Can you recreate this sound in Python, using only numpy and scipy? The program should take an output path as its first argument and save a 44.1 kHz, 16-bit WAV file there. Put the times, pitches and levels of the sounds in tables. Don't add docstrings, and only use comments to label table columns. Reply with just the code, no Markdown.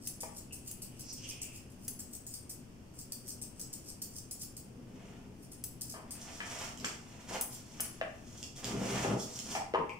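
import sys
import numpy as np
from scipy import signal
from scipy.fft import rfft, irfft, next_fast_len
from scipy.io import wavfile
from scipy.ndimage import uniform_filter1d

SR = 44100
rng = np.random.default_rng(int(sys.argv[2]) if len(sys.argv) > 2 else 0)


def wav_record(signal):
    frames = np.transpose(np.atleast_2d(signal))
    bounded = np.clip(frames, -1, 1)
    quanta = np.round(bounded * 32767).astype(np.int16)
    wavfile.write(sys.argv[1], SR, quanta)


N = 440559
T = np.arange(N) / SR
FFT_SIZE = next_fast_len(N + SR)
FREQ = np.maximum(np.fft.rfftfreq(FFT_SIZE, 1 / SR), 1)

# open_s, open_db, shut_s, shut_db, shut_length_s, rasp_db
SNIPS = [(.014, -47.5, .204, -41.5, 0.032, -2), (.362, -49.5, .524, -40, 0.024, -3),
         (0.668, -49, .817, -42.5, 0.021, -23), (.992, -52, 1.126, -39, 0.012, -2),
         (1.283, -47, 1.415, -39, 0.023, 6), (1.549, -51.5, 1.699, -60, 0.024, -4),
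         (1.833, -54.5, 1.99, -39.5, 0.017, -2), (2.127, -49.5, 2.265, -42, .022, -15),
         (2.335, -45, 2.493, -42, 0.027, -11), (2.986, -48.5, 3.12, -36, 0.013, -5),
         (3.28, -47.5, 3.415, -40.5, 0.026, -1), (3.597, -49, 3.729, -36.5, 0.012, 3),
         (3.876, -48.5, 4.017, -40, 0.021, -1), (4.157, -47, 4.309, -39.5, 0.019, -1),
         (4.408, -46.5, 4.566, -41.5, .018, -4), (5.425, -61, 5.514, -49.5, 0.026, -5),
         (5.632, -64, 5.81, -36, 0.0134, -1), (5.896, -48.5, 6.107, -41.5, .028, -6),
         (7.52, -50.5, 7.835, -41.5, 0.021, -13)]
# pitch_hz, width_hz, rubbed_db, struck_db
BLADE_MODES = [(4780, 500, -10, -45), (5170, 150, -12, -16), (6350, 410, -11.5, -14.5),
               (7150, 107, 3.5, -18.5), (7730, 62, 3, -9.5), (8210, 64, 2.5, -6), (9090, 57, 1, -38),
               (9620, 79, -5.5, -32), (9390, 50, -21, -4.5), (10090, 45, 4.5, 1), (11230, 130, -6, -10.5),
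               (13300, 390, -30, -23), (14000, 260, -13, -13), (14600, 360, -2.5, -15)]
# start_s, level_db
CLACKS = [(.072, -35.5), (0.712, -41.5), (.995, -48.5), (1.88, -34.5), (3.13, -50), (3.279, -44.5),
          (3.596, -43), (4.432, -44.5), (5.639, -35.5), (7.4108, -30.5), (7.418, -38), (7.8046, -31)]
# start_s, body_db, body_hz, body_width_hz, crack_db, contact_s
KNOCKS = [(.233, -43.5, 675, 450, -51, 0.0087), (5.94, -45.5, 780, 694, -52.5, 0.065),
          (6.404, -69, 900, 700, -38, 0.027), (6.845, -48, 317, 350, -37, 0.0098),
          (7.31, -42.5, 600, 700, -58, .031), (7.355, -43.5, 760, 700, -57, 0.02),
          (7.799, -49.5, 593, 700, -42.5, 0.0094), (8.013, -35, 666, 228, -36, 0.0051),
          (9.048, -32.5, 600, 680, -46, 0.014), (9.551, -32.5, 783, 263, -38, 0.024),
          (9.738, -30.5, 475, 170, -40.5, 0.0099), (9.747, -26.5, 980, 305, -41, .011),
          (9.789, -36, 227, 179, -47, 0.02)]
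# pitch_hz, width_hz, level_db
TABLE_MODES = [(225, 10, -20), (390, 22, -5.5), (444, 18, -2.5), (478, 23, -6), (640, 53, -6),
               (705, 13, -19), (780, 30, -6), (820, 4.8, -5), (860, 6.8, -8), (1024, 15, -10),
               (1093, 16, -17), (1220, 6.7, -20), (1310, 12, -23), (1750, 150, -8), (2380, 32, -8),
               (3010, 190, -2.5)]
# start_s, length_s, scrape_db, hiss_db
RUBS = [(4.854, 0.42, -61.5, -67.5), (6.065, 0.5, -56, -52.5), (6.412, 0.33, -46, -46),
        (6.803, 0.16, -50, -52), (6.845, 0.58, -62, -61), (7.269, 0.056, -47.5, -46.5),
        (7.319, 0.063, -41, -38.5), (7.495, 0.13, -63, -53.5), (7.616, 0.4, -61, -56),
        (8.0, 0.37, -66.5, -66.5), (8.236, 0.29, -65, -54.5), (8.55, 0.068, -56.5, -46.5),
        (8.613, .13, -43.5, -46), (8.746, 0.41, -41, -43), (9.17, 0.086, -63, -43.5),
        (9.237, 0.24, -59.5, -47), (9.442, 0.15, -49.5, -44)]
# start_s, length_s, level_db
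DRAGS = [(4.51, 0.98, -51.5), (6.798, 0.071, -43), (7.284, 0.072, -45), (8.619, 0.32, -39),
         (8.715, .54, -38), (9.069, .085, -32.5), (9.385, .24, -47.5)]
# start_s, length_s, level_db, centre_hz, width_hz
SWISHES = [(0.497, 0.88, -67.5, 2800, 700), (1.03, 0.24, -48, 5560, 2100), (1.166, 0.23, -52.5, 2980, 840),
           (1.3, .32, -59.5, 2670, 760)]
# start_s, level_db
TICKS = [(6.775, -53), (6.8, -53.5), (6.848, -40), (8.429, -48), (8.644, -43), (9.39, -45.5), (9.894, -60)]
# start_s, level_db, centre_hz, width_hz, contact_s
CREAKS = [(0.508, -56, 2730, 220, 0.013), (9.894, -44.5, 2380, 430, 0.0056)]
# frequency_hz, level_db
SCRAPE_SPECTRUM = [(240, -7.5), (400, -11.5), (690, -1), (850, -3.5), (1050, -6), (1400, -7.5),
                   (3100, -6.5), (4200, -15), (6000, -54)]
HISS_SPECTRUM = [(2200, -36), (3300, -4.5), (3950, -8.5), (4800, -7), (5700, -2), (6300, -5), (7100, -2.5),
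                 (7800, -8.5), (8600, -9), (10700, -16.5), (14700, -20), (16000, -21)]
DRAG_SPECTRUM = [(25, -30), (50, -3), (87, -14), (124, 10.5), (157, 2.5), (221, -4.5), (307, -4.5),
                 (487, -6.5), (700, -11.5), (1400, -18), (2200, -53)]
TICK_SPECTRUM = [(1500, -15), (3200, 5.5), (4000, 0), (5500, 2.5), (7000, 1.5), (10000, -10.5),
                 (15000, -15)]
AIR_SPECTRUM = [(20, -4), (35, -10), (55, -5), (114, -5), (165, -6), (240, -5.5), (300, -9), (427, -14),
                (640, -18.5), (1200, -26), (2100, -30.5), (2700, -26.5), (3900, -32.5), (5400, -30.5),
                (8000, -36), (16000, -44.5)]
# pitch_hz, width_hz, level_db
HUM_MODES = [(100.3, 14, -0.5), (123.3, 8.4, 7), (188.3, 4.3, 4), (232.6, 29, 3)]
# frequency_hz, t60_s
ROOM_T60 = [(150, 0.18), (700, 0.55), (3000, 0.39), (8000, 0.35), (15000, 0.26)]
# frequency_hz, correlation
COHERENCE = [(60, 0.83), (150, 1), (350, 0.75), (700, 0.23), (1400, 0), (16000, 0.038)]
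# frequency_hz, left_minus_right_db
PORT_BALANCE = [(60, 1), (350, 3.5), (700, -2.5), (1400, -1.5), (2500, -0.5), (4500, -2.5), (6500, -7.5),
                (8300, 10), (10000, 1.5), (12500, 0), (15000, -5)]


def snips(rows, edge_s=0.0013, detune=0.0165, scatter_db=4, cutoff_hz=4200,
          grit_db=-13.5, floor_db=-26, zing_db=-12, shut_rasp_db=-12):
    track, freq = np.zeros(N), np.maximum(np.fft.rfftfreq(8192, 1 / SR), 1)
    grind = friction(slips_per_s=7000, spread_db=-1.5, patch_db=4.5, patch_hz=500)
    grips = rng.standard_normal((2 * len(rows), len(BLADE_MODES), 2))
    pole = np.exp(-1 / (edge_s * SR))
    radiation = (1 + (cutoff_hz / freq) ** 8) ** -0.5
    for (start_s, pressure, opening, rasp_db), grip in zip(strokes(rows), grips):
        force = signal.lfilter([1 - pole], [1, -pole], np.pad(pressure, (0, 512)))
        slips = force * unit(grind[int(abs(start_s) * SR):][:len(force)])
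        modes = [(hz * (1 + detune * shift), width, db + scatter_db * tilt)
                 for (hz, width, db, _), (shift, tilt) in zip(BLADE_MODES, grip)]
        rasp = resonances([(5500, 1200, rasp_db + (0 if opening else shut_rasp_db))], freq)
        steel = (resonances(modes, freq) + undb(grit_db) + rasp) * radiation + undb(floor_db)
        add(track, start_s, irfft(rfft(slips, 8192) * unit(steel)))
        add(track, start_s, undb(zing_db) * zing(force, opening))
    return track


def strokes(rows, creep_s=0.05, grind_s=0.03, shut_fade_db=-8.5):
    creep_db = np.linspace(-23, -7, int(creep_s * SR))
    grind_db = np.linspace(0.75, -0.75, int(grind_s * SR))
    for open_s, open_db, shut_s, shut_db, length_s, rasp_db in rows:
        yield open_s - creep_s, undb(open_db + np.r_[creep_db, grind_db]), True, rasp_db
        yield shut_s, undb(shut_db + np.linspace(0, shut_fade_db, int(length_s * SR))), False, rasp_db


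def zing(force, opening, shut_hz=8000, open_hz=9300, wobble_hz=420):
    sweep = (shut_hz, open_hz) if opening else ((shut_hz + open_hz) / 2, shut_hz)
    wobble = unit(uniform_filter1d(rng.standard_normal(4096), 40))[:len(force)]
    pitch_hz = np.linspace(*sweep, len(force)) + wobble_hz * wobble
    amplitude = np.sqrt(2 * force * force.mean())
    return amplitude * np.sin(2 * np.pi * np.cumsum(pitch_hz) / SR)


def clacks(rows, crack_db=-21, cutoff_hz=3500):
    steel = resonances([(hz, width, db) for hz, width, _, db in BLADE_MODES]) + undb(crack_db)
    return colour(impacts(rows, contact_s=0.0067), steel / (1 + (cutoff_hz / FREQ) ** 2))


def blade_ring(start_s=7.807, pitch_hz=10080, level_db=-44, t60_s=0.31):
    t = np.maximum(T - start_s, 0)
    return undb(level_db - 60 * t / t60_s) * np.sin(2 * np.pi * pitch_hz * t)


def knocks(rows, crack_hz=1670, crack_width_hz=1570, crack_share=0.67):
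    track = np.zeros(N)
    for start_s, body_db, body_hz, width_hz, crack_db, contact_s in rows:
        body = blow(body_db, body_hz, width_hz, contact_s)
        crack = blow(crack_db, crack_hz, crack_width_hz, crack_share * contact_s)
        add(track, start_s, body + crack)
    return through(track, table_response())


def blow(level_db, centre_hz, width_hz, contact_s, pulse_db=10):
    t = T[:8192]
    force = rng.standard_normal(len(t)) * np.exp(-t / contact_s) + undb(pulse_db) * (t < 4 / SR)
    edges_hz = np.hypot(centre_hz, width_hz / 2) + np.array([-width_hz, width_hz]) / 2
    band = signal.butter(2, edges_hz, "bandpass", fs=SR, output="sos")
    return undb(level_db) * unit(signal.sosfilt(band, force))


def table_response(thud_db=-3):
    return resonances(TABLE_MODES) + undb(thud_db)


def rubbing(arch=0.7):
    power = sum(np.outer(undb(levels_db), glide(start_s, length_s, arch)) ** 2
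                for start_s, length_s, *levels_db in RUBS)
    scrape_gain, hiss_gain = np.sqrt(power)
    coarse = friction(slips_per_s=2500, spread_db=0.5, patch_db=3, patch_hz=90)
    fine = friction(slips_per_s=7700, spread_db=1, patch_db=3, patch_hz=120)
    scrape = colour(coarse, undb(over_hz(SCRAPE_SPECTRUM)))
    hiss = colour(fine, undb(over_hz(HISS_SPECTRUM)))
    return scrape_gain * scrape + hiss_gain * hiss


def dragging(arch=0.32, rumble_hz=240, width_hz=220, rumble_db=-7, shudder_db=1.5):
    push = np.sqrt(sum((undb(db) * glide(start_s, length_s, arch)) ** 2
                       for start_s, length_s, db in DRAGS))
    slips = friction(slips_per_s=1500, spread_db=2, patch_db=1.5, patch_hz=60)
    rumble = undb(rumble_db) * colour(slips, resonances([(rumble_hz, width_hz, 0)]) ** 2)
    shudder = undb(shudder_db) * colour(slips, undb(over_hz(DRAG_SPECTRUM)) * table_response())
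    return push * (rumble + np.sqrt(push / push.max()) * shudder)


def swishes(arch=0.43):
    slips = friction(slips_per_s=8000, spread_db=3.5, patch_db=3.5, patch_hz=57)
    return sum(undb(db) * glide(start_s, length_s, arch) * colour(slips, resonances([(hz, width, 0)]) ** 2)
               for start_s, length_s, db, hz, width in SWISHES)


def ticks():
    return colour(impacts(TICKS, contact_s=0.0021), undb(over_hz(TICK_SPECTRUM)))


def creaks():
    track = np.zeros(N)
    for start_s, *burst in CREAKS:
        add(track, start_s, blow(*burst))
    return through(track, table_response())


def ventilation(air_db=-53.5, hum_db=-57, cutoff_hz=400):
    air = colour(rng.standard_normal((2, N)), undb(over_hz(AIR_SPECTRUM)))
    air *= undb(air_db + 0.5 * wander(rate_hz=3.09))
    hum = colour(rng.standard_normal((2, N)), resonances(HUM_MODES) / (1 + (FREQ / cutoff_hz) ** 4))
    return diffuse(air + undb(hum_db) * hum)


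def room_response(gap_s=0.0049, build_s=0.00074):
    t = T[:SR // 2]
    noise = rfft(rng.standard_normal((2, len(t))))
    octave = np.round(np.log2(np.maximum(np.fft.rfftfreq(len(t), 1 / SR), 125) / 125))
    tail = sum(irfft(noise * (octave == k), len(t)) * undb(-60 * t / over_hz(ROOM_T60, 125 * 2 ** k))
               for k in np.unique(octave))
    tail *= 1 - np.exp(-np.maximum(t - gap_s, 0) / build_s)
    return rfft(diffuse(unit(tail) / np.sqrt(len(t))), FFT_SIZE)


def diffuse(pair):
    coherence = np.clip(over_hz(COHERENCE), -0.99, 0.99)
    mid = through(pair[0], np.sqrt(1 + coherence))
    side = through(pair[1], np.sqrt(1 - coherence))
    return np.array([mid + side, mid - side]) / np.sqrt(2)


def ports(pan_db, slant):
    difference_db = pan_db + slant * over_hz(PORT_BALANCE)
    return undb([difference_db / 2, -difference_db / 2])


def place(x, room, direct_db, room_db, lag_ms, pan_db, slant):
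    delay = np.exp(-2j * np.pi * FREQ * lag_ms / 1000)
    direct = undb(direct_db) * np.array([delay, np.ones_like(delay)])
    return through(x, (direct + undb(room_db) * room) * ports(pan_db, slant))


def moving(source, rows, spots, **placing):
    return sum(place(source(rows[k::spots]), room_response(), **placing) for k in range(spots))


def friction(slips_per_s, spread_db, patch_db, patch_hz):
    slips = (rng.random(N) < slips_per_s / SR) * rng.choice([-1, 1], N)
    sizes = undb(spread_db * rng.standard_normal(N))
    return unit(slips * sizes * undb(patch_db * wander(patch_hz)))


def impacts(rows, contact_s):
    track, t = np.zeros(N), T[:1024]
    for start_s, level_db in rows:
        chatter = rng.standard_normal(len(t)) * np.exp(-t / contact_s)
        add(track, start_s, undb(level_db) * unit(chatter))
    return track


def glide(start_s, length_s, arch):
    speed, gain = np.sin(np.linspace(0, np.pi, int(length_s * SR))), np.zeros(N)
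    add(gain, start_s, abs(speed) ** arch)
    return gain


def wander(rate_hz):
    knots = rng.standard_normal(8192)
    return unit(np.interp(T * rate_hz, np.arange(len(knots)), knots))


def resonances(modes, freq=FREQ):
    return sum(undb(db) / (1 + 1j * (freq ** 2 - hz ** 2) / (freq * width)) for hz, width, db in modes)


def through(x, response):
    return irfft(rfft(x, FFT_SIZE) * response, FFT_SIZE)[..., :N]


def colour(x, response):
    return through(x, unit(response))


def over_hz(points, hz=FREQ):
    knots_hz, values = np.transpose(points)
    return np.interp(np.log(hz), np.log(knots_hz), values)


def add(track, start_s, sound):
    i = max(int(start_s * SR), 0)
    track[i:i + len(sound)] += sound[:N - i]


def undb(db):
    return 10 ** (np.asarray(db) / 20)


def unit(x):
    return x / np.sqrt(np.mean(abs(x) ** 2))


def scene():
    room = room_response()
    mix = moving(snips, SNIPS, spots=5, direct_db=1.5, room_db=0.5, lag_ms=0.095, pan_db=1.5, slant=1.34)
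    mix += moving(clacks, CLACKS, spots=2,
                  direct_db=-3.5, room_db=-6, lag_ms=0.019, pan_db=2.7, slant=0.61)
    mix += moving(knocks, KNOCKS, spots=2,
                  direct_db=-10.5, room_db=-11.5, lag_ms=0.19, pan_db=3.5, slant=0.58)
    mix += place(creaks(), room, direct_db=-11, room_db=-8.5, lag_ms=0.33, pan_db=4, slant=0.6)
    mix += place(ticks(), room, direct_db=-0.5, room_db=3, lag_ms=0.026, pan_db=-1, slant=0.77)
    handling = rubbing() + dragging() + swishes() + blade_ring()
    mix += place(handling, room, direct_db=-3, room_db=-1.5, lag_ms=0.032, pan_db=0.3, slant=0.75)
    return mix + through(ventilation(), ports(pan_db=1.2, slant=0.72))


def record(dry, notch_hz=3890, width_hz=1190, depth=0.51, top_hz=15550):
    notch = 1 - depth * resonances([(notch_hz, width_hz, 0)])
    low_pass = signal.ellip(8, 0.2, 70, top_hz, fs=SR, output="sos")
    return signal.sosfilt(low_pass, through(dry, notch))


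dry = scene()
out = record(dry)
wav_record(out)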